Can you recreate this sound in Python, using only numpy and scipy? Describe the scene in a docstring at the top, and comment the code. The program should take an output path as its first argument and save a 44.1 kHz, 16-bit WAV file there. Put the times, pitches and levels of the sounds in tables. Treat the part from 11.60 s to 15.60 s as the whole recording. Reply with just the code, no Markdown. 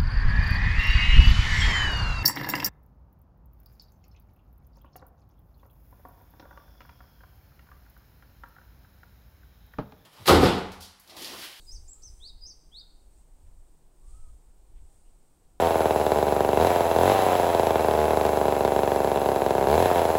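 """Treecreeper in a breezy wood

Near the microphone a treecreeper sings a quick phrase of thin, gliding whistles; trunks and foliage
scatter each note into a tail. A far bird answers with a few faint, low whistles. Light gusts buffet
the microphone, leaves rustle, and a high hiss swells and sinks over the low wash of the forest."""
import sys
import numpy as np
from scipy import signal
from scipy.fft import rfft, irfft
from scipy.io import wavfile
from scipy.ndimage import uniform_filter1d

SR = 44100
rng = np.random.default_rng(int(sys.argv[2]) if len(sys.argv) > 2 else 0)


def store_wav(level_fs):
    """Save 16-bit WAV to argv[1]."""
    pcm = np.round(np.clip(np.atleast_2d(level_fs), -1, 1) * 32767)
    wavfile.write(sys.argv[1], SR, pcm.T.astype(np.int16))


N = 176400
LEAD_S = .5  # the birds' tracks begin this early, so a note can ring into the opening

# Note shapes for the birds' phrases (share of the note [0-1], pitch [Hz], level [dB])
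CLIMB = [(0, 3130, -22), (.12, 3380, -13), (0.331, 3818, -4.5), (.52, 4384, -1.5), (.68, 4607, 0),
         (.75, 5130, -6.5), (.8, 4600, -3), (0.858, 3970, -4.5), (.93, 3750, -5.5), (1, 3720, -12)]
FLICK = [(0, 5130, -17), (.07, 5044, -10.5), (.15, 4930, -5.5), (.2, 4920, -2), (.37, 4990, -4),
         (.47, 5400, 0), (0.549, 6320, -4.5), (0.609, 6467, -3.5), (0.739, 5960, -3), (.84, 5080, -4),
         (0.919, 4660, -7), (1, 4620, -15)]
PEEP = [(0, 6660, -8), (0.141, 7200, -2), (0.301, 7590, -3), (.6, 7690, 0.5), (.85, 7700, -14),
        (.92, 7590, 5), (1, 6440, -4)]
ZIP = [(0, 4100, -4), (.5, 5900, 6), (1, 9000, -2)]
ARCH = [(0, 3500, -26), (.09, 5000, -13), (.19, 5950, 2), (0.331, 6280, -5), (.5, 6020, 2),
        (0.669, 5450, -7), (.82, 5050, -5), (1, 4830, -10)]
COO = [(0, 1122, -10), (.3, 1191, -5.5), (.5, 1283, 0.5), (.68, 1305, -2.5), (.85, 1265, -0.5),
       (1, 1218, -8)]


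def amp(db):
    """Decibels to gain."""
    return 10 ** (np.asarray(db) / 20)


def unit(x):
    """Scales to rms 1."""
    return x / np.sqrt(np.mean(x ** 2) + 1e-30)


def add(mix, start_s, sound):
    """Mixes a sound in at a time, which may lie before the start."""
    at = round(start_s * SR)
    sound = sound[max(-at, 0):]
    part = mix[max(at, 0):][:len(sound)]
    part += sound[:len(part)]


def noise(gain, size=N):
    """Noise of rms 1 shaped by a gain function of frequency."""
    hz = np.fft.rfftfreq(size, 1 / SR) + .00092  # keeps log(hz) finite
    return unit(irfft(rfft(rng.standard_normal(size)) * gain(hz), size))


def coloured(points):
    """Noise with a spectrum given as (frequency [Hz], level [dB]) points."""
    hz, db = np.transpose(points)
    return noise(lambda f: amp(np.interp(np.log(f), np.log(hz), db)))


def drift(size, rate_hz=199):
    """Smooth random motion up to about the given rate."""
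    return noise(lambda f: 1 / (1 + (f / rate_hz) ** 4), SR)[:size]


def level(points):
    """Gain over the scene from (time [s], level [dB]) points."""
    return amp(np.interp(np.arange(N) / SR, *np.transpose(points)))


def fades(t, length, edge_s):
    """A straight fade in and out."""
    return np.clip(np.minimum(t, length - t) / edge_s, 0, 1)


def whistle(length, db, pitch, shape, waver=.002, flutter_db=1.1):
    """A nearly pure tone gliding along its shape, with a slight waver and faint overtones."""
    # Strength of an overtone by where it falls (frequency [Hz], level [dB])
    overtones = [(2500, -35), (6500, -31), (8000, -20.5), (9200, -25), (9900, -28.5), (10800, -39),
                 (13000, -39), (14700, -33), (16000, -35)]
    t = np.arange(0, length, 1 / SR)
    share, shape_hz, shape_db = np.transpose(shape)
    hz = pitch * uniform_filter1d(np.interp(t / length, share, shape_hz), size=180, mode="nearest")
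    phase = 2 * np.pi * np.cumsum(hz * (1 + waver * drift(len(t)))) / SR
    tone = np.sin(phase)
    for k in (2, 3):
        gain = amp(np.interp(k * hz, *np.transpose(overtones))) * (k * hz < SR / 2)
        tone += gain * np.sin(k * phase)
    note_db = db + np.interp(t / length, share, shape_db) + flutter_db * drift(len(t))
    return np.sqrt(2) * tone * fades(t, length, edge_s=.003) * amp(note_db)


def phrase(notes):
    """A bird's whistles on a track that begins LEAD_S early."""
    track = np.zeros(N + round(LEAD_S * SR))
    for start, *note in notes:
        add(track, start + LEAD_S, whistle(*note))
    return track


def scatter(delay_s, t60_s):
    """Sparse random echoes of energy 1 that die away."""
    t = np.arange(SR) / SR
    taps = rng.choice([-1., 1.], SR) * (rng.random(SR) < .1)
    taps *= (t > delay_s) * np.exp(-np.log(1000) * t / t60_s)
    return taps / np.linalg.norm(taps)


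def forest(track):
    """A call reaches the microphone directly, then by way of the ground, trunks and leaves."""
    # Clear echoes off the ground and nearest trunks (delay [s], level [dB])
    reflections = [(.0045, -10), (.0095, -8.5), (.016, -11.5)]
    near_trees = amp(-10) * scatter(delay_s=.0051, t60_s=.14)
    deep_wood = amp(-9) * scatter(delay_s=.018, t60_s=.63)
    echoes = near_trees + deep_wood
    for delay, db in reflections:
        add(echoes, delay, amp([db]))
    heard = track + signal.fftconvolve(track, echoes)[:len(track)]
    return heard[-N:]  # drops the lead-in


def treecreeper():
    """The nearer bird: a quick run of thin, high whistles among the trunks."""
    # The song (start [s], length [s], level [dB], pitch [factor], shape)
    song = [(-.23, 0.13, -47.5, 0.99, CLIMB), (.064, .114, -48.5, 1.002, FLICK),
            (.277, .06, -49.5, 1.0, PEEP), (.419, .011, -63, 1.0, ZIP), (.423, 0.069, -49, 1.01, ARCH),
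            (.598, .11, -47.5, .998, CLIMB), (.807, 0.12, -46.5, 0.99, FLICK),
            (1.115, .11, -47, 0.98, CLIMB)]
    return forest(phrase(song))


def bursts(rows, edge_s):
    """Short, soft-edged bursts of band noise."""
    track = np.zeros(N)
    for start, length, db, hz, octaves in rows:
        t = np.arange(0, length, 1 / SR)
        band = noise(lambda f: np.exp(-.5 * (np.log2(f / hz) / octaves) ** 2), SR)
        add(track, start, amp(db) * unit(band[:len(t)]) * fades(t, length, edge_s))
    return track


def foliage():
    """Brief, soft rustles in the leaves."""
    # Rustles (start [s], length [s], level [dB], centre [Hz], width [octaves])
    rustles = [(-.03, 0.2, -76, 13800, 0.21), (-.03, 0.19, -69, 7460, 0.34), (-.03, 0.237, -73, 330, 0.4),
               (.2, 0.41, -77.5, 10000, 2.2), (1.85, .05, -81, 2200, .7), (2.467, 0.07, -79, 5060, .7),
               (3.145, .06, -79, 2390, 0.51), (3.44, 0.073, -82, 2850, .15)]
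    return bursts(rustles, edge_s=.017)


def wind():
    """Gusts push on the microphone as a lumpy, deep rumble, with a few sharper puffs."""
    # Spectrum of the buffeting (frequency [Hz], level [dB])
    buffet = [(5, -8), (14, 0), (25, 1.5), (48, -8.5), (75, -16.5), (110, -28.5), (200, -50.5), (500, -71)]
    # Gusts at the microphone (time [s], level [dB])
    gusts = [(0, -54), (.15, -41.5), (.35, -53), (.5, -50.5), (.8, -46.5), (.95, -55.5), (1.45, -53),
             (1.7, -54), (1.94, -46), (2.2, -57.5), (2.38, -53.5), (2.5, -43), (2.7, -41), (2.79, -53),
             (3.05, -53.5), (3.21, -43), (3.35, -56), (3.52, -51), (3.72, -63), (4, -56)]
    # Puffs of air (start [s], length [s], level [dB], centre [Hz], width [octaves])
    puffs = [(.08, 0.19, -53, 51.6, 0.57), (.46, 0.09, -51, 56, 0.48), (2.48, 0.076, -51.5, 51.5, 0.29),
             (3.2, .045, -52.5, 52, 0.28)]
    push = coloured(buffet)
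    running_rms = np.sqrt(uniform_filter1d(abs(signal.hilbert(push)) ** 2, size=8000) / 2)
    return level(gusts) * push / running_rms + bursts(puffs, edge_s=.019)


def forest_wash(hum_hz=156.1, hum_width_hz=8):
    """The steady low wash of the forest all around, with a faint hum in it."""
    # Spectrum of the wash (frequency [Hz], level [dB])
    wash = [(20, -1), (100, 1), (200, -3), (260, -2.5), (340, -1), (560, -7.5), (850, -7), (1150, -14),
            (1800, -20.5), (3000, -23), (6000, -24), (11000, -25), (15500, -24.5)]
    hum = noise(lambda f: 1 / (1 + (2 * (f - hum_hz) / hum_width_hz) ** 2))
    return amp(-68) * coloured(wash) + amp(-79.5) * hum


def high_hiss():
    """A hiss, strongest near 8 kHz, that swells and sinks."""
    # Swells of the hiss (time [s], level [dB])
    swells = [(0, -66), (.14, -63), (.2, -68.5), (.45, -67), (.66, -66.5), (.75, -76), (1.05, -76),
              (1.5, -74.5), (1.59, -69.5), (1.66, -75), (2.1, -74.5), (2.3, -78.5), (2.42, -72.5),
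              (2.51, -65.5), (2.68, -69.5), (2.8, -74), (3.15, -76), (3.33, -69.5), (3.52, -74), (4, -77)]
    # Spectrum of the hiss (frequency [Hz], level [dB])
    spectrum = [(2000, -19.5), (4000, -16.5), (6000, -14), (7300, -6), (8350, 1), (9400, -6.5),
                (10300, -12.5), (11300, -25.5), (13000, -24.5), (15500, -24.5)]
    return level(swells) * coloured(spectrum)


def far_bird():
    """Four faint, low whistles from far off in the wood."""
    # The calls (start [s], length [s], level [dB], pitch [factor], shape)
    calls = [(.28, .19, -80.5, 1.01, COO), (1.17, .15, -81, 1.13, COO), (2.42, .28, -73.5, 1.0, COO),
             (3.12, .26, -80, .625, COO)]
    return forest(phrase(calls))


def scene():
    """Both birds, the breeze and the forest's background at one microphone."""
    return (treecreeper() + foliage() + wind() + forest_wash() + high_hiss() + far_bird())[None]


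def record(dry):
    """The recorder's band ends at 15.8 kHz."""
    lowpass = signal.firwin(511, 15800, window=("kaiser", 9), fs=SR)
    return signal.oaconvolve(dry, lowpass[None], "same")


dry = scene()
out = record(dry)
store_wav(out)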